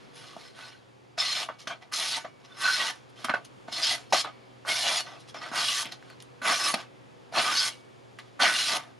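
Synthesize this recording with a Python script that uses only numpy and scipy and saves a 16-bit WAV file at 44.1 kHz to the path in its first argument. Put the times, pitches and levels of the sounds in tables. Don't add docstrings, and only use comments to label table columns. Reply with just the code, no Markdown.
import sys
import numpy as np
from scipy import signal
from scipy.io import wavfile

SR = 44100
rng = np.random.default_rng(int(sys.argv[2]) if len(sys.argv) > 2 else 0)


def wrap_up_sound(samples):
    columns = np.atleast_2d(samples).T
    tamed = np.clip(columns, -1, 1)
    steps = np.round(tamed * 32767).astype(np.int16)
    wavfile.write(sys.argv[1], SR, steps)


N = 396459

# (time [s], tearing level before the overall gain [dB],
# booming of the sheet against it [dB], pitch of the loose strip [Hz])
CUT_CURVES = [
    [(1.172, -65, 6, 4500), (1.18, -39, 8, 4490), (1.186, -27.5, -7.5, 4480), (1.268, -30, -10, 3930),
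     (1.316, -29, -11.5, 3200), (1.362, -30, -9, 3450), (1.436, -33, -1.5, 3420)],
    [(1.915, -63, 15, 4180), (1.927, -40.5, -2, 4200), (1.939, -29.5, -5, 4300), (1.967, -31, -11, 4200),
     (1.993, -33, -3.5, 4000), (2.103, -30.5, -11.5, 3550), (2.119, -27.5, -8.5, 3670),
     (2.159, -31, -8, 3660), (2.184, -35.5, 3.5, 3640)],
    [(2.568, -60, 11, 3650), (2.622, -33, -1.5, 3400), (2.658, -31, 3.5, 3900), (2.684, -33, -1.5, 4150),
     (2.742, -28, -12.5, 3800), (2.818, -28, -1, 3440), (2.846, -33, -0.5, 3870), (2.874, -30.5, -6, 3870),
     (2.91, -35.5, 3, 3480)],
    [(3.675, -74, 9, 3690), (3.681, -55, 12, 4030), (3.713, -54, 3, 4200), (3.729, -36, -3.5, 4200),
     (3.819, -32, -9.5, 3900), (3.837, -23.5, -17, 4020), (3.933, -27.5, -7, 3700), (3.955, -33, -5, 3660)],
    [(4.125, -29.5, 5.5, 4290), (4.131, -27, 2.5, 4370), (4.214, -26.5, -11, 4660)],
    [(4.645, -79, 21, 3970), (4.651, -63.5, 17.5, 4030), (4.689, -29.5, -0.5, 3900),
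     (4.827, -28, -14.5, 3700), (4.847, -29.5, -4.5, 3530), (4.887, -24.5, -9.5, 3500),
     (4.915, -28, -4, 3610), (4.971, -27, -7.5, 4170), (5.01, -33, -5, 3970)],
    [(5.516, -54, 22, 3550), (5.566, -30.5, 2.5, 3720), (5.6, -28.5, -0.5, 3810), (5.626, -30.5, 1, 4340),
     (5.672, -28, -13, 3640), (5.692, -29, -8.5, 3600), (5.772, -28, -13, 3420), (5.798, -31.5, -2, 3600),
     (5.828, -31.5, -11, 3360)],
    [(6.417, -51, 13, 3440), (6.475, -28.5, 7.5, 3480), (6.517, -28, 4, 3510), (6.581, -31, -7.5, 4140),
     (6.607, -33.5, 2, 3860), (6.629, -30.5, -6, 3600), (6.707, -31.5, 2, 3750), (6.733, -43.5, 0, 3900)],
    [(7.32, -60, 9, 3510), (7.344, -42, 11.5, 3540), (7.378, -28, 7.5, 3570), (7.396, -23, 0.5, 3540),
     (7.41, -32.5, 9, 3560), (7.418, -29, 0, 3590), (7.518, -31, 2.5, 3720), (7.576, -26, -9.5, 4240),
     (7.69, -32, -7, 3800)],
    [(8.392, -59, 18, 3800), (8.4, -35.5, 11, 3800), (8.424, -22.5, 2.5, 3970), (8.532, -32.5, 1, 4170),
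     (8.588, -27, -6.5, 4040), (8.664, -28, -10.5, 3660), (8.69, -27, -7.5, 4050), (8.734, -27.5, 1, 3760),
     (8.77, -32.5, 2.5, 3390)],
]
# (edge hiss at the bite [dB], edge hiss at the end [dB],
# ring of the blade springing free [dB], exit fade [dB per root s], booming of the exit [dB])
CUT_ENDS = [(-47, -41.5, -54, 99, -0.5), (-38, -42.5, -53, 86, 0), (-37.5, -43, -67, 95, 4),
            (-46, -38, -61, 88, 0.5), (-37, -37.5, -52, 123, -9), (-37.5, -39, -68, 95, -1),
            (-39, -35, -68, 92, 0.5), (-38, -35.5, -77, 100, 9), (-40.5, -35.5, -54, 89, -4),
            (-40, -36.5, -68, 87, 7)]


def from_db(db):
    return 10 ** (np.asarray(db) / 20)


def rms_one(x):
    return x / np.sqrt(np.mean(x ** 2) + 1e-20)


def at_hz(points, hz):
    table_hz, values = np.transpose(points)
    return np.interp(np.log(hz), np.log(table_hz), values)


def drift(rate_hz):
    r = np.exp(-80 * np.pi * rate_hz / SR)
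    noise = rng.standard_normal(N // 40 + 2002)
    slow = signal.lfilter([1], [1, -2 * r, r * r], noise)[2000:]
    return np.interp(np.arange(N) / 40, np.arange(len(slow)), rms_one(slow))


def resonance(x, hz, width_hz):
    r = np.exp(-np.pi * max(width_hz, 1) / SR)
    poles = [1, -2 * r * np.cos(2 * np.pi * hz / SR), r * r]
    return signal.lfilter([(1 - r * r) / 2, 0, (r * r - 1) / 2], poles, x)


def bands(per_octave, low_hz):
    edges = low_hz * 2 ** np.arange(0, np.log2(19000 / low_hz), 1 / per_octave)
    return [(k, np.sqrt(low * high), signal.butter(2, [low, high], "band", fs=SR, output="sos"))
            for k, (low, high) in enumerate(zip(edges, edges[1:]))]


def spread(mid, side, alike):
    alike = np.clip(alike, -1, 1)
    return np.sqrt(1 + alike) * mid + np.sqrt(1 - alike) * side * np.array([[1], [-1]])


def air(patchy_db=0.7):
    # (frequency [Hz], level per Hz [dB])
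    air_colour = [(15, -60), (25, -31), (85, -30.5), (102, -13.5), (122, -16.5), (171, -15), (273, -11),
                  (538, -15.5), (612, -29), (679, -15), (1480, -24), (2310, -27), (2910, -28.5),
                  (5730, -38), (12500, -51), (16200, -77), (22000, -120)]
    # (frequency [Hz], likeness [-1 to 1])
    air_alike = [(60, 0.81), (180, -0.37), (540, -0.43), (1630, -0.074), (4910, 1), (14800, 0.61)]
    out, white = 0, rng.standard_normal((2, 2, N))
    for k, hz, sos in bands(2, 20):
        mid, side = signal.sosfilt(sos, white[k % 2])
        gain_db = at_hz(air_colour, hz) + patchy_db * drift(1.4)
        out = out + from_db(gain_db) * spread(mid, side, at_hz(air_alike, hz))
    return rms_one(out)


def hum(waver_db=1.2, right_lag_rad=1.4, sway_rad=0.5):
    # (pitch [Hz], wander [Hz], average level against the room noise [dB])
    hum_tones = [(120.8, 1.68, -8), (139, 5.68, -13.5), (375.5, 5.5, -13), (485, 4.83, -13),
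                 (536, 4.98, -15)]
    out = 0
    for hz, wander_hz, db in hum_tones:
        phase = 2 * np.pi * np.cumsum(hz + wander_hz * drift(3.77)) / SR
        lag = np.array([[0], [1]]) * (right_lag_rad + sway_rad * drift(1.3))
        out = out + from_db(db + waver_db * drift(6.0)) * np.sqrt(2) * np.sin(phase - lag)
    return out


def room(x, t60_s=0.13, wall_cut_hz=10000):
    out, dull = np.zeros((2, N)), np.exp(-2 * np.pi * wall_cut_hz / SR)
    lags = (np.geomspace(0.011, 0.031, 12) * SR).astype(int)
    for k, lag in enumerate(lags):
        loop, state = x.copy(), [0.]
        gain = from_db(-60 * lag / SR / t60_s)
        for i in range(lag, N, lag):
            back, state = signal.lfilter([gain * (1 - dull)], [1, -dull], loop[i - lag:i], zi=state)
            loop[i:i + lag] += back[:N - i]
        out[k % 2] += (loop - x) * (-1) ** (k // 2)
    return out


def blade():
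    # (pitch [Hz], level against the ring [dB], time to die by 60 dB [s])
    blade_modes = [(2261, 0, .8), (2912, -12, .6), (1195, -12, .9)]
    t, out = np.arange(N) / SR, 0
    for curve, (_, _, ring_db, *_) in zip(CUT_CURVES, CUT_ENDS):
        since = np.maximum(t - curve[-1][0], 0)
        for hz, mode_db, t60_s in blade_modes:
            level_db = ring_db + mode_db - 60 * since / t60_s
            out = out + from_db(level_db) * np.sin(2 * np.pi * hz * since)
    return out


def sheet(x, bend_db):
    # (pitch [Hz], width [Hz], average level above the smooth colour [dB])
    sheet_modes = [(683, 94, 7), (900, 13.3, 4), (1153, 51, 5.5), (1230, 36, 3), (1310, 26, -8.5),
                   (1502, 38.6, 14), (1610, 11, -5), (1887, 4.3, -28), (1965, 32, -2.5), (2410, 11, -45),
                   (2840, 15, -10), (3117, 30, -4.5), (3426, 100, -5), (3710, 39, -6.5), (4000, 72, -8),
                   (4166, 31, -3), (4385, 28, -0.5), (5208, 44, 3), (5420, 51, -12), (6180, 55, 0.5),
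                   (9480, 33, 7.5), (10170, 370, -1)]
    return x + sum(from_db(db + bend_db * drift(4.9)) * resonance(x, hz, width_hz)
                   for hz, width_hz, db in sheet_modes)


def snaps(width_share=0.7, rise_s=0.0003, thud_hz=220, crack_speed=3.0, ring_share=0.36):
    # (time [s], peak of the knock before the sheet colours it [dB],
    # centre [Hz], crack against the knock [dB], air thud against the knock [dB])
    snap_list = [(0.365, -34, 680, -26, -8), (0.59, -35, 1110, -17, -24), (1.184, -28, 1570, -25, -42),
                 (1.489, -24, 1030, -24, -36), (1.6, -40, 4400, -14, -24), (1.671, -28.5, 1510, -14, -16),
                 (1.702, -29, 1570, -29, -36), (1.816, -56, 1240, -21, -21), (1.924, -32, 1530, -18, -43),
                 (2.249, -29.5, 590, -29, -32), (3.246, -24.5, 1220, 1.5, -13),
                 (3.285, -20, 1130, -33, -25), (3.296, -19, 1810, -33, -21), (3.34, -20, 685, -43, -38),
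                 (3.45, -37.5, 4900, -6, -28), (3.684, -36.5, 690, -29, -5), (3.726, -25, 3800, -18, -33),
                 (4.124, -19, 674, -17, -14.5), (4.247, -25, 1030, -17, -23), (4.65, -33, 1070, -26, -26),
                 (5.056, -48, 953, -19, -27), (5.297, -45, 3500, -16, -32), (5.346, -31, 695, -24, -42),
                 (5.418, -29.5, 1400, -27, -20), (5.461, -30, 1300, -25, -34), (5.515, -34, 900, -21, -4),
                 (5.855, -24.5, 2630, -9, -16.5), (5.921, -28.5, 3630, -9, -30),
                 (6.026, -38, 1610, -10, -23), (6.101, -37, 2040, -5, -25), (6.203, -36, 4000, -9, -22),
                 (6.224, -36.5, 3330, 3, -21), (6.419, -30, 1550, -27, -13), (6.454, -17, 2000, -32, -33),
                 (6.74, -17, 697, -33, -12), (7.325, -35, 640, -15, -20), (7.384, -23, 1380, -25, -13.5),
                 (8.188, -29, 1780, -11, -28), (8.451, -9, 1860, -30, -36), (8.401, -19, 1380, -24, -43)]
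    usual_t60_s, t60_per_db = 0.048, 0.21
    jolt = 2.8
    length = 8820
    out, t = np.zeros(N + length), np.arange(length) / SR
    bright = signal.butter(2, [3000, 12000], "band", fs=SR, output="sos")
    noises = rng.standard_normal((len(snap_list), length))
    for (start, db, hz, crack_db, thud_db), noise in zip(snap_list, noises):
        t60_s = max(usual_t60_s * (1 + t60_per_db * (db + 33.5)), 0.005)
        fade_db = -60 * t / t60_s
        puff = noise * from_db(fade_db) * np.minimum(t / rise_s, 1)
        puff[:round(SR / hz / 4)] += jolt
        knock = resonance(resonance(puff, hz, width_share * hz), hz, width_share * hz)
        crack = signal.sosfilt(bright, noise * from_db(crack_speed * fade_db))
        thud = resonance(resonance(puff, thud_hz, 144), thud_hz, 144)
        parts = [(0, knock), (crack_db, crack), (thud_db, thud)]
        snap = sum(from_db(db + part_db) * part / np.abs(part).max() for part_db, part in parts)
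        out[round(start * SR):][:length] += snap
    out = out[:N] + 1e-18
    shaken = out + ring_share * (sheet(out, bend_db=6.5) - out)
    return shaken * np.sqrt(np.mean(out ** 2) / np.mean(shaken ** 2))


def fibres(per_s, uneven_db):
    force = from_db(uneven_db * np.minimum(rng.exponential(1, N), 5))
    sizes = force * (rng.random(N) < per_s / SR)
    return rms_one(sizes * rng.choice([-1, 1], (2, N)) + 1e-18)


def crinkles(x, level_db=-2.5, flicker_db=7.5, width_hz=29.4):
    pitches = np.geomspace(1800, 10500, 26) * rng.uniform(0.97, 1.03, 26)
    return x + sum(from_db(level_db + flicker_db * drift(14.0)) * resonance(x, hz, width_hz)
                   for hz in pitches)


RUSTLE_RISE_DB, RUSTLE_HISS_DB, RUSTLE_STRIP_HZ, RUSTLE_SLACK_DB = 10.5, -10.5, 3630, 0.5
RUSTLE_DULLS = 0.38


def rustle(start, rise, hold, db, fade_db, boom_db):
    bends = start + np.cumsum([0, max(rise, 0.001), max(hold, 0), 40 / fade_db])
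    t = np.arange(max(start, 0), bends[-1], 1 / SR)
    level_db = np.interp(t, bends, [db - RUSTLE_RISE_DB, db, db, db - 40])
    hiss_db = RUSTLE_HISS_DB - RUSTLE_DULLS * boom_db
    return t, level_db, boom_db, RUSTLE_SLACK_DB, hiss_db, RUSTLE_STRIP_HZ


def cut(curve, slack, bite_hiss_db, end_hiss_db, exit_db, exit_boom_db):
    exit_s, exit_strip_hz, exit_hiss_db = 0.22, 3600, -6.5
    hiss_follows, steady_above_db = 0.17, -35.5
    s, *columns = np.transpose(curve)
    t = np.arange(s[0], s[-1] + exit_s, 1 / SR)
    ends = s[[0, -1]]
    tear_db, boom_db, strip_hz = [np.interp(t, s, column) for column in columns]
    after = np.maximum(t - s[-1], 0)
    tear_db = tear_db - exit_db * np.sqrt(after) + 20 * np.log10(1.001 - (after / exit_s) ** 2)
    swing = tear_db - steady_above_db
    hiss_db = np.interp(t, ends, [bite_hiss_db, end_hiss_db])
    hiss_db = hiss_db + np.where(swing > 0, hiss_follows * swing, swing)
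    edge_db = np.where(after > 0.01, exit_hiss_db, hiss_db - tear_db)
    boom_db = np.where(after > 0, exit_boom_db, boom_db)
    strip_hz = np.where(after > 0, exit_strip_hz, strip_hz)
    return t, tear_db, boom_db, np.interp(t, ends, slack), edge_db, strip_hz


def stroke_curves():
    # (start [s], rise [s], hold [s], level before the overall gain [dB],
    # fade [dB per s], booming against it [dB])
    rustle_list = [(0.0, 0.0056, .01, -62, 60, 3), (0.133, .04, 0.14, -51.5, 120, -2.5),
                   (0.362, 0.032, 0.075, -52.5, 198, -2.5), (0.547, 0.039, 0.1, -50, 170, 0),
                   (1.485, 0.0034, .001, -53, 294, 30.5), (1.586, 0.02, .001, -47, 296, -6),
                   (1.672, 0.0023, .001, -36, 500, 2), (1.691, .006, 0.022, -46.5, 350, 9.5),
                   (1.812, .013, .001, -54.5, 400, 6), (2.242, 0.0061, .001, -52.5, 360, 23.5),
                   (2.4, 0.17, .03, -57.5, 300, 2.5), (2.445, .004, .004, -56, 500, 0),
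                   (3.09, 0.0084, .001, -61, 900, -21), (3.158, 0.039, 0.093, -51, 500, -0.5),
                   (3.243, 0.0017, 0.0068, -35.5, 1200, 3.5), (3.293, .002, 0.0066, -37.5, 800, 15.5),
                   (3.337, 0.0033, 0.0023, -40.5, 453, 15), (3.446, 0.0034, 0.0025, -46, 1097, -11),
                   (4.095, .012, .001, -54.5, 500, -9), (4.236, 0.007, 0.019, -47, 305, 17),
                   (5.039, 0.034, .001, -50, 88, 8.5), (5.19, 0.012, 0.0093, -56, 500, -18),
                   (5.274, 0.026, .001, -48.5, 915, -6), (5.342, 0.0025, 0.03, -48.5, 200, 8.5),
                   (5.412, 0.0031, 0.07, -47, 200, 6.5), (5.84, 0.018, .001, -49.5, 300, 11),
                   (5.914, 0.0072, .001, -43, 498, 1), (5.974, 0.13, 0.024, -59, 405, 4),
                   (6.2, 0.005, .001, -52, 395, -13), (6.739, .003, 0.0024, -23.5, 1500, -0.5),
                   (6.745, 0.005, 0.058, -44, 398, 1), (8.185, 0.0045, .001, -45.5, 600, 1),
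                   (8.2, .021, .06, -67, 300, 3)]
    # (slow flexing at the bite [dB], at the end [dB])
    cut_slack = [(-3.5, 2), (0, -2.5), (0.5, -2), (3, -3), (1, -0.5), (3, -4), (-1.5, -3.5), (-0.5, -0.5),
                 (1.5, -1), (-3, 0.5)]
    moves = [cut(curve, slack, bite_db, end_db, *leaving)
             for curve, slack, (bite_db, end_db, _, *leaving) in zip(CUT_CURVES, cut_slack, CUT_ENDS)]
    moves += [rustle(*row) for row in rustle_list]
    at_rest = np.array([[1], [0], [0], [RUSTLE_HISS_DB], [RUSTLE_STRIP_HZ]])
    sums = np.ones((5, N + SR)) * 1e-10 * at_rest
    for t, level_db, *colour in moves:
        power = from_db(2 * level_db)
        sums[:, int(t[0] * SR):][:, :len(t)] += [power] + [power * c for c in colour]
    return 10 * np.log10(sums[0, :N]), *(sums[1:, :N] / sums[0, :N])


def tearing(patchy_db=1.0, catch_db=-0.5, strip_db=4.5, strip_octaves=0.59):
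    part_hz = [680, 1550, 4100, 9200]
    # (frequency [Hz], level per Hz [dB])
    tear_colour = [(88, -57), (150, -15), (276, -2.5), (415, -12), (647, -3), (991, 2.5), (1520, 4.5),
                   (1730, -7.5), (1890, 3), (2550, 0.5), (5340, -5), (8020, -14), (10400, -17),
                   (12500, -24.5), (16200, -61), (22000, -120)]
    # (frequency [Hz], likeness [-1 to 1])
    tear_alike = [(60, -0.37), (180, 0.35), (540, 0.67), (1630, -0.28), (4910, 0.95), (14800, 0.62)]
    # (frequency [Hz], left minus right [dB])
    tear_balance = [(60, -1), (180, 3), (540, 4), (1630, -3), (4910, 0.5), (14800, -1.5)]
    usual_boom_db, usual_hiss_db = -0.42, -13.5
    flex_follows, drum_follows = 1.104, 0.82
    overall_db = 0.5
    tear_db, boom_db, slack_db, hiss_db, strip_hz = stroke_curves()
    boom_db = boom_db - usual_boom_db
    grains = crinkles(sheet(fibres(4000, 0.82), bend_db=5.5))
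    scatter = rng.standard_normal(N)
    flex_db, drum_db = flex_follows * boom_db + slack_db, drum_follows * boom_db
    tilts = np.array([flex_db, drum_db, 0 * tear_db, hiss_db - usual_hiss_db])
    out, catch = 0, catch_db * drift(25)
    for k, hz, sos in bands(3, 140):
        weights = [np.interp(np.log(hz), np.log(part_hz), row) for row in np.eye(4)]
        strip = strip_db * np.exp(-(np.log2(hz / strip_hz) / strip_octaves) ** 2)
        gain_db = at_hz(tear_colour, hz) + weights @ tilts + strip + catch + patchy_db * drift(31.0)
        mid, side = signal.sosfilt(sos, grains[k % 2]), signal.sosfilt(sos, scatter)
        pair = spread(mid, side, at_hz(tear_alike, hz))
        balance = from_db(at_hz(tear_balance, hz) / 2 * np.array([[1], [-1]]))
        out = out + from_db(gain_db) * pair * balance
    return from_db(tear_db + overall_db) * out


def scene():
    # (time [s], level [dB])
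    air_level = [(0, -52.5), (.8, -56), (2.0, -56), (3.6, -52.5), (6.2, -52.5), (9, -53.5)]
    air_db = np.interp(np.arange(N) / SR, *np.transpose(air_level))
    background = from_db(air_db) * (air() + hum())
    paper = tearing() + snaps()
    echo = from_db(-14) * room(paper.mean(axis=0))
    return background + echo + blade() + paper


def record(dry):
    hiss_band = signal.butter(2, [6000, 7900], "band", fs=SR, output="sos")
    hiss = signal.sosfilt(hiss_band, rng.standard_normal(N))
    heard = dry + from_db(-85) * hiss
    dipped = heard - resonance(heard, 7900, 180)
    dark = signal.sosfilt(signal.butter(10, 12160, fs=SR, output="sos"), dipped)
    return signal.sosfilt(signal.cheby2(12, 70, 15300, fs=SR, output="sos"), dark)


dry = scene()
out = record(dry)
wrap_up_sound(out)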